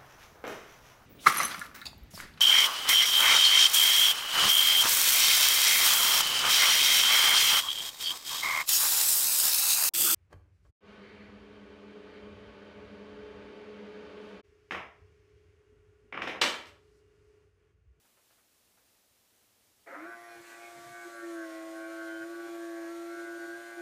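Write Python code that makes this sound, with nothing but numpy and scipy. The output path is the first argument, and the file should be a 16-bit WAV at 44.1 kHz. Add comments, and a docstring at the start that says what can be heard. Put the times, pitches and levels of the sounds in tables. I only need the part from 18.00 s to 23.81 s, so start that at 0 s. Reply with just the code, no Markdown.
"""A small geared DC motor lowers the hinged bow visor of a model ship, in a quiet room.
A few faint ticks sound over the still air. Near 1.9 s the current comes on: the gears jolt and
rattle as the motor spins up. Its three-pole rotor hums through the hull, the gears whine and
knock once a turn, and the brush hiss builds. From about 3 s the visor moves and a lower gear tone
throbs. The linkage rubs now and then, and the motor slows a little whenever the linkage loads it."""
import sys
import numpy as np
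from scipy.fft import rfft, irfft, next_fast_len
from scipy.io import wavfile
from scipy.ndimage import map_coordinates

SR = 44100
rng = np.random.default_rng(int(sys.argv[2]) if len(sys.argv) > 2 else 0)


def digitize_waveform(pressure):
    """Quantize a signal to 16-bit integers and store it at the path in sys.argv[1].

    Rows of a 2-D input are taken as channels; values are limited to [-1, 1].
    """
    field = np.atleast_2d(pressure).T
    bounded = np.clip(field, -1, 1)
    quanta = np.round(bounded * 32767).astype(np.int16)
    wavfile.write(sys.argv[1], SR, quanta)


N = 256220
TIME = np.arange(N) / SR
SWITCH_ON_S, SPIN_UP_S = 1.877, 0.205  # the current is fully on; time to reach running speed


def amp(db):
    """Decibels to gain."""
    return 10 ** (np.asarray(db) / 20)


def unit(x):
    """Scale to rms 1."""
    return x / np.sqrt(np.mean(x ** 2) + 1e-20)


def along(points, hz):
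    """Read (Hz, value) points on a log frequency axis."""
    freqs, values = np.transpose(points)
    return np.interp(np.log(hz + 1), np.log(freqs), values)


def curve(points):
    """An automation line through (seconds, value) points."""
    return np.interp(TIME, *np.transpose(points))


def wobble(rate):
    """A smooth random curve with rate knots a second."""
    coarse = np.arange(0, N + 64, 64)
    knots = rng.standard_normal(1024)
    return np.interp(np.arange(N), coarse, map_coordinates(knots, [coarse * rate / SR], mode="wrap"))


def held(start, end, attack, release):
    """An envelope that reaches 1 at start, holds until end, then falls; all in seconds."""
    return np.interp(TIME, [start - attack, start, end, end + release], [0, 1, 1, 0])


def spells(rows, attack, release):
    """The summed gain of held (start, end, dB) events."""
    return sum(amp(db) * held(start, end, attack, release) for start, end, db, *_ in rows)


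def since_start(seconds):
    """Rises from 0 at switch-on to 1 after so many seconds."""
    return np.clip((TIME - SWITCH_ON_S) / seconds, 0, 1)


def settling(seconds):
    """Falls from 1 at switch-on to 0 after so many seconds, slowly at first."""
    return 1 - since_start(seconds) ** 2


def filtered(x, response):
    """Shape x by a gain that depends on frequency."""
    size = next_fast_len(N + SR // 4)
    return irfft(rfft(x, size) * response(np.fft.rfftfreq(size, 1 / SR)), size)[:N]


def peak(hz, centre, width):
    """A resonance curve: 1 at the centre, one half at half a width to either side."""
    return 1 / (1 + (2 * (hz - centre) / width) ** 2)


def noise(spectrum, gate=1):
    """Gated noise of rms 1, coloured by (Hz, dB) points."""
    return unit(filtered(gate * rng.standard_normal(N), lambda hz: amp(along(spectrum, hz))))


def tone(phase):
    """A sine of rms 1."""
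    return np.sqrt(2) * np.sin(phase)


def once_a_turn(angle, sharp):
    """A swell at the same shaft angle on every turn."""
    return np.exp(sharp * (np.cos(angle) - 1))


def room_air():
    """The still air of the room: a soft, broad bed of noise."""
    # The colour of the air. Each row: frequency in Hz, relative level in dB.
    colour = [(15, -36), (25, -12), (60, -2), (125, -1), (146, -12), (180, -2.5), (415, -3), (450, -4),
              (488, -2.5), (927, -6.5), (1420, -8), (2850, -7), (10900, -8.5), (15000, -9.5)]
    return amp(-68 + 0.4 * wobble(12)) * noise(colour)


def ticks(t60_s=0.21):
    """Soft, dull ticks that die away quickly in the room."""
    # Ticks before the motor runs. Each row: start in seconds, level in dB.
    hits = [(.047, -70.5), (.171, -67.5), (.304, -69), (.379, -70), (0.774, -68)]
    level = sum(amp(db - 60 * np.abs(TIME - start) / t60_s) * (TIME > start) for start, db in hits)
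    return level * noise([(150, -23), (450, 1.5), (1600, -0.5), (2400, -4.5), (3500, -22)])


def linkage(idle_db=-84):
    """The arms rumble against the hull and scrape now and then as they push the visor."""
    # Low rubs on the hull. Each row: start and end in seconds, level in dB.
    rubs = [(2.37, 2.41, -68), (2.77, 2.83, -66), (2.87, 2.92, -64), (4.21, 4.24, -72), (5.54, 5.57, -74)]
    # Bright scrapes. Each row: start and end in seconds, centre and width in Hz, level in dB.
    scrapes = [(2.46, 2.56, 2580, 450, -62.5), (2.61, 2.68, 2330, 400, -61), (2.42, 3.36, 7700, 1700, -69),
               (3.8, 3.3, 3836, 364, -67)]
    level = amp(idle_db) + spells(rubs, attack=0.027, release=0.027)
    total = level * noise([(40, -36), (90, -16), (135, -7), (200, -19), (320, -10), (600, -58)])
    for start, end, centre, width, db in scrapes:
        stroke = held(start, end, attack=0.02, release=0.0084)
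        rasp = filtered(rng.standard_normal(N), lambda hz: peak(hz, centre, width))
        total += amp(db) * stroke * unit(rasp)
    return total


def brushes(angle, speed, hiss_db=-58, cold_db=-9, buzz_share=0.27):
    """The brushes hiss and ring the motor can; commutator scratches come round as a fine buzz."""
    # The colour of the brush friction. Each row: frequency in Hz, relative level in dB.
    colour = [(250, -12), (450, 3.5), (900, 3.5), (2200, 0.5), (2800, 0.5), (4000, -0.5), (4800, -3),
              (6200, -2.5), (7100, -2.5), (7700, -6.5), (8700, -2.5), (9500, -8.5), (11300, -5.5),
              (12400, -6.5), (15200, -12)]
    # Resonances of the can and brush springs. Each row: centre and width in Hz, strength in dB.
    modes = [(2900, 28, -8.5), (4170, 32, 5.5), (6920, 200, 4.5), (8700, 110, 7), (11100, 170, -4),
             (13700, 120, -6)]
    friction = noise(colour, once_a_turn(angle, sharp=0.054))
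    can_power = lambda hz: sum(amp(db) ** 2 * peak(hz, centre, width) for centre, width, db in modes)
    ringing = unit(filtered(friction, lambda hz: np.sqrt(1 + can_power(hz))))
    bedded = held(3.2, N / SR, attack=0.6, release=1)  # the can rings fully once the brushes bed in
    hiss = bedded * ringing + (1 - bedded) * friction
    usual_speed, buzz = np.median(speed), np.zeros(N)
    for k in range(25, 100):
        drift_db, phase = 4 * wobble(6), 2.5 * wobble(3)
        buzz += amp(along(colour, k * usual_speed) - 0.05 * k + drift_db) * tone(k * angle + phase)
    level = amp(hiss_db + cold_db * settling(0.62) + 0.62 * wobble(14))
    return level * (np.sqrt(1 - buzz_share) * hiss + np.sqrt(buzz_share) * unit(buzz))


def squeals(angle):
    """Shifting load lets single overtones of the drive sing out for a moment."""
    # The squeals. Each row: start and end in seconds, multiple of the shaft speed, level in dB.
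    overtones = [(2.067, 2.378, 7, -62.5), (2.098, 2.37, 16, -63), (2.1, 2.342, 17, -65),
                 (2.08, 2.387, 96, -75), (2.08, 2.35, 48, -76), (2.28, 2.35, 36, -72),
                 (2.287, 2.335, 20, -71), (2.603, 2.676, 19, -59), (2.749, 2.956, 96, -79),
                 (2.882, 3.027, 19, -62), (3.166, 3.42, 16, -60.5), (3.152, 3.36, 96, -72),
                 (3.445, 3.732, 18, -61), (3.74, 3.97, 96, -77), (3.4, 4.149, 7, -72),
                 (3.764, 4.117, 19, -63.5), (4.083, 4.225, 28, -65), (4.363, 4.6, 112, -75),
                 (4.461, 4.92, 9, -69), (4.45, 4.92, 8, -71), (4.94, 5.139, 112, -76),
                 (5.105, 5.2, 19, -64), (5.22, 5.297, 18, -60), (5.268, 5.52, 112, -78),
                 (5.533, 5.571, 14, -48.5), (5.55, 5.8, 96, -79)]
    total = np.zeros(N)
    for start, end, multiple, db in overtones:
        level = amp(db + 2.5 * wobble(40)) * held(start, end, attack=0.0089, release=0.01)
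        total += level * tone(multiple * (angle + 0.011 * wobble(79)))
    return total


def jolt(db=-51, t60_s=0.17):
    """One burst of clatter as the current comes on and throws the gears against each other."""
    age = np.maximum(TIME - SWITCH_ON_S, 0)
    clatter = noise([(150, -25), (300, 3), (550, 10), (900, -13), (1400, -8), (2300, -2),
                     (3000, -30), (5000, -60)])
    return amp(db - 60 * age / t60_s) * clatter


def gear_whine(angle, load, rough, pinion_trim_db=-2.5, wheel_db=-65, throb_from_s=3.15):
    """Pinion and wheel sing at their tooth rates; a lower gear tone beats with the fifth overtone."""
    # The pinion's whine. Each row: time in seconds, level in dB before the trim.
    pinion_levels = [(2.06, -50.5), (2.36, -61), (2.85, -54.5), (4.05, -54.5), (4.14, -62), (4.36, -53),
                     (5.4, -63.5), (5.47, -58), (5.53, -65), (5.81, -60)]
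    # The wheel sings louder. Each row: start and end in seconds, level of the added swell in dB.
    wheel_swells = [(2.15, 2.33, -68), (2.6, 2.8, -70), (3.13, 3.36, -61.5), (3.92, 4.05, -61),
                    (4.92, 5.2, -57)]
    spin_up_db = -9 * settling(SPIN_UP_S)  # the pinion is weaker until it is up to speed
    pinion_level = amp(curve(pinion_levels) + pinion_trim_db + spin_up_db + 0.94 * wobble(24.87))
    pinion = pinion_level * tone(10 * angle + rough * wobble(60))  # loose teeth blur the tone
    choke_db = 8.5 * np.maximum(load - 7.3, 0)  # a heavy load chokes the wheel
    wheel_level = amp(wheel_db - choke_db) + spells(wheel_swells, attack=0.06, release=0.046)
    wheel = wheel_level * amp(1.1 * wobble(28)) * tone(12 * angle + rough * wobble(60))
    moving = held(throb_from_s, N / SR, attack=0.1, release=1)  # the visor starts to move
    throb_level = moving * amp(-58.5 - 1.75 * (TIME - throb_from_s))
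    throb = tone(5 * angle) + 0.52 * tone(5.11 * angle + 0.63 * wobble(5.8))
    return pinion + wheel + throb_level * throb


def gear_knocks(angle, speed, rough, ring_idle_db=-64, chatter_db=-69.5, clatter_db=-51.5):
    """One knock a turn rings the gearbox, whose pitch shifts with the load; loose teeth clatter."""
    # The colour of the knock's overtones. Each row: frequency in Hz, relative level in dB.
    knock_colour = [(450, -9), (780, 2.5), (900, -7.5), (1020, -2), (1230, -9.5), (1700, -3.5), (1900, 0),
                    (2200, -1.5), (2450, -3.5), (2700, -14.5)]
    # The colour of the tooth clatter. Each row: frequency in Hz, relative level in dB.
    clatter_colour = [(88, -81), (150, -26), (263, -10), (298, -6), (450, -12.5), (561, -4.5), (626, -8.5),
                      (689, 2.5), (759, -15), (1130, -15.5), (1310, -4.5), (1680, -5), (2150, -8.5),
                      (2900, -29), (4000, -60), (5200, -87), (8800, -120)]
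    # Bouts of ringing. Each row: start and end in seconds, level in dB before the blend, centre in Hz.
    bouts = [(1.937, 1.99, -48.5, 1330), (2.082, 2.143, -48.5, 1514), (2.334, 2.382, -59.5, 1540),
             (2.51, 2.535, -62, 1530), (2.956, 3.056, -53.5, 1520), (3.16, 3.238, -51.5, 1531),
             (3.395, 3.441, -49, 1560), (3.52, 3.616, -58, 1460), (3.785, 3.876, -50, 1537),
             (3.947, 4.004, -51, 1505), (4.038, 4.23, -45, 1516), (4.34, 4.48, -53.5, 1509),
             (4.627, 4.883, -59.5, 1623), (5.15, 5.519, -49.5, 1524), (5.59, 5.813, -53.5, 1534)]
    ring_level = amp(ring_idle_db) + spells(bouts, attack=0.066, release=0.023)
    ring_hz = curve([(s, hz) for start, end, _, hz in bouts for s in (start, end)])
    slack_db = 5 * settling(0.39)  # extra knocking until the slack in the gears is taken up
    knock_angle = angle + 0.009 * wobble(45)  # each knock falls a little early or late
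    chatter, ring, ring_power = np.zeros((3, N))
    for k in range(4, 24):
        smear = 2.4 * wobble(1.5)  # the hollow hull smears the knock in time
        partial = tone(k * knock_angle + smear + rough * wobble(45))
        chatter += amp(along(knock_colour, k * speed) + 4.06 * wobble(9)) * partial
        resonance = 1 / (1 + ((k * speed - ring_hz) / 110) ** 4)  # flat top, steep sides
        ring += resonance * amp(1.5 * wobble(7)) * partial
        ring_power += resonance ** 2
    knocks = ring_level * ring / np.sqrt(ring_power) + amp(chatter_db + slack_db) * chatter
    clatter = amp(clatter_db + slack_db) * noise(clatter_colour, once_a_turn(angle, sharp=0.2))
    blend = np.sqrt(1 - rough) * knocks + np.sqrt(rough) * clatter
    return amp(1.2 * wobble(45)) * blend


def rotor(angle, stutter_s=0.0073):
    """Three poles pull three times a turn and hum through the hull; the commutator switches six times."""
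    # The hum carried by the hull. Each row: time in seconds, level in dB.
    hum_levels = [(1.93, -91), (1.97, -50), (2.06, -57), (2.13, -59), (2.32, -60), (2.7, -60.5),
                  (3.0, -57.5), (3.218, -49), (3.235, -41), (3.39, -40), (3.48, -45), (3.9, -44),
                  (4.2, -42), (4.75, -40.5), (5.52, -42.5), (5.62, -50)]
    # Brief swells added to the hum. Each row: start and end in seconds, level in dB.
    swells = [(2.025, 2.055, -48.5), (2.09, 2.1, -51.5), (2.36, 2.41, -60), (2.76, 2.88, -65),
              (3.06, 3.08, -48), (5.78, 5.82, -46.5)]
    # The hum stutters under load. Each row: time in seconds, dip in dB.
    stutters = [(4.29, -2.5), (4.35, -3.5), (4.42, -3), (4.478, -9), (4.575, -2.5), (5.162, -8),
                (5.265, -8.5), (5.39, -6.5), (5.47, -7)]
    # The commutator's tone. Each row: time in seconds, level in dB.
    commutator_levels = [(1.9, -68), (1.93, -45), (1.98, -71), (2.05, -52.5), (2.34, -52.5), (2.5, -75),
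                         (2.6, -55.5), (2.97, -52), (3.25, -55.5), (3.4, -49.5), (4.0, -48), (4.33, -55),
                         (4.73, -49.5), (5.2, -53.5), (5.81, -55.5)]
    hum_db = curve(hum_levels)
    stutter_db = sum(db * np.exp(-((TIME - s) / stutter_s) ** 2) for s, db in stutters)
    # A lightly coupled hull hums unsteadily, a firmly coupled one evenly.
    flutter = np.clip((-41.5 - hum_db) * 0.11, 0.25, 2.5)
    hum_level = amp(hum_db + stutter_db + flutter * wobble(45))
    hum_level += spells(swells, attack=0.014, release=0.0068)
    hum = hum_level * tone(3 * angle + 0.052 * flutter * wobble(55))
    commutator_level = amp(curve(commutator_levels) + 0.23 * wobble(30))
    return hum + commutator_level * tone(6 * angle + 0.054 * wobble(37))


def scene():
    """The motor is switched on in the quiet room, spins up, and slows under the visor's load."""
    # The shaft once spun up. 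Each row: time in seconds, speed in turns per second.
    running_speeds = [(2.06, 116), (2.25, 116.3), (2.53, 114.6), (2.66, 116.2), (2.81, 115.2), (2.9, 116.6),
                      (3.0, 116.4), (3.29, 113.3), (3.49, 108.6), (3.7, 109.4), (3.79, 109.8),
                      (3.94, 110.6), (4.21, 110.3), (4.29, 113.2), (4.42, 113.9), (4.87, 111.5),
                      (4.91, 112.6), (5.18, 113.9), (5.5, 113.5), (5.57, 115.0), (5.73, 115.1),
                      (5.81, 114.5)]
    start_speed, free_speed = 82, 117.7  # turns per second: at switch-on, with no load
    running = curve(running_speeds)
    speed = start_speed + (running - start_speed) * since_start(SPIN_UP_S)
    angle = 2 * np.pi * np.cumsum(speed) / SR
    load = np.maximum(free_speed - running, 0)  # turns per second lost
    # The gears run rougher while spinning up and under load.
    rough = np.clip(0.048 + 0.51 * settling(0.26) + 0.021 * load, 0, 0.95)
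    power = held(SWITCH_ON_S, N / SR, attack=0.023, release=1) ** 2
    gears = gear_whine(angle, load, rough) + gear_knocks(angle, speed, rough) + squeals(angle) + jolt()
    air = room_air()
    drive = rotor(angle) + gears + brushes(angle, speed) + linkage()
    return air + ticks() + power * drive


def record(dry, top_hz=15300):
    """A sheer low-pass takes off the highest treble."""
    return filtered(dry, lambda hz: hz < top_hz)


dry = scene()
out = record(dry)
digitize_waveform(out)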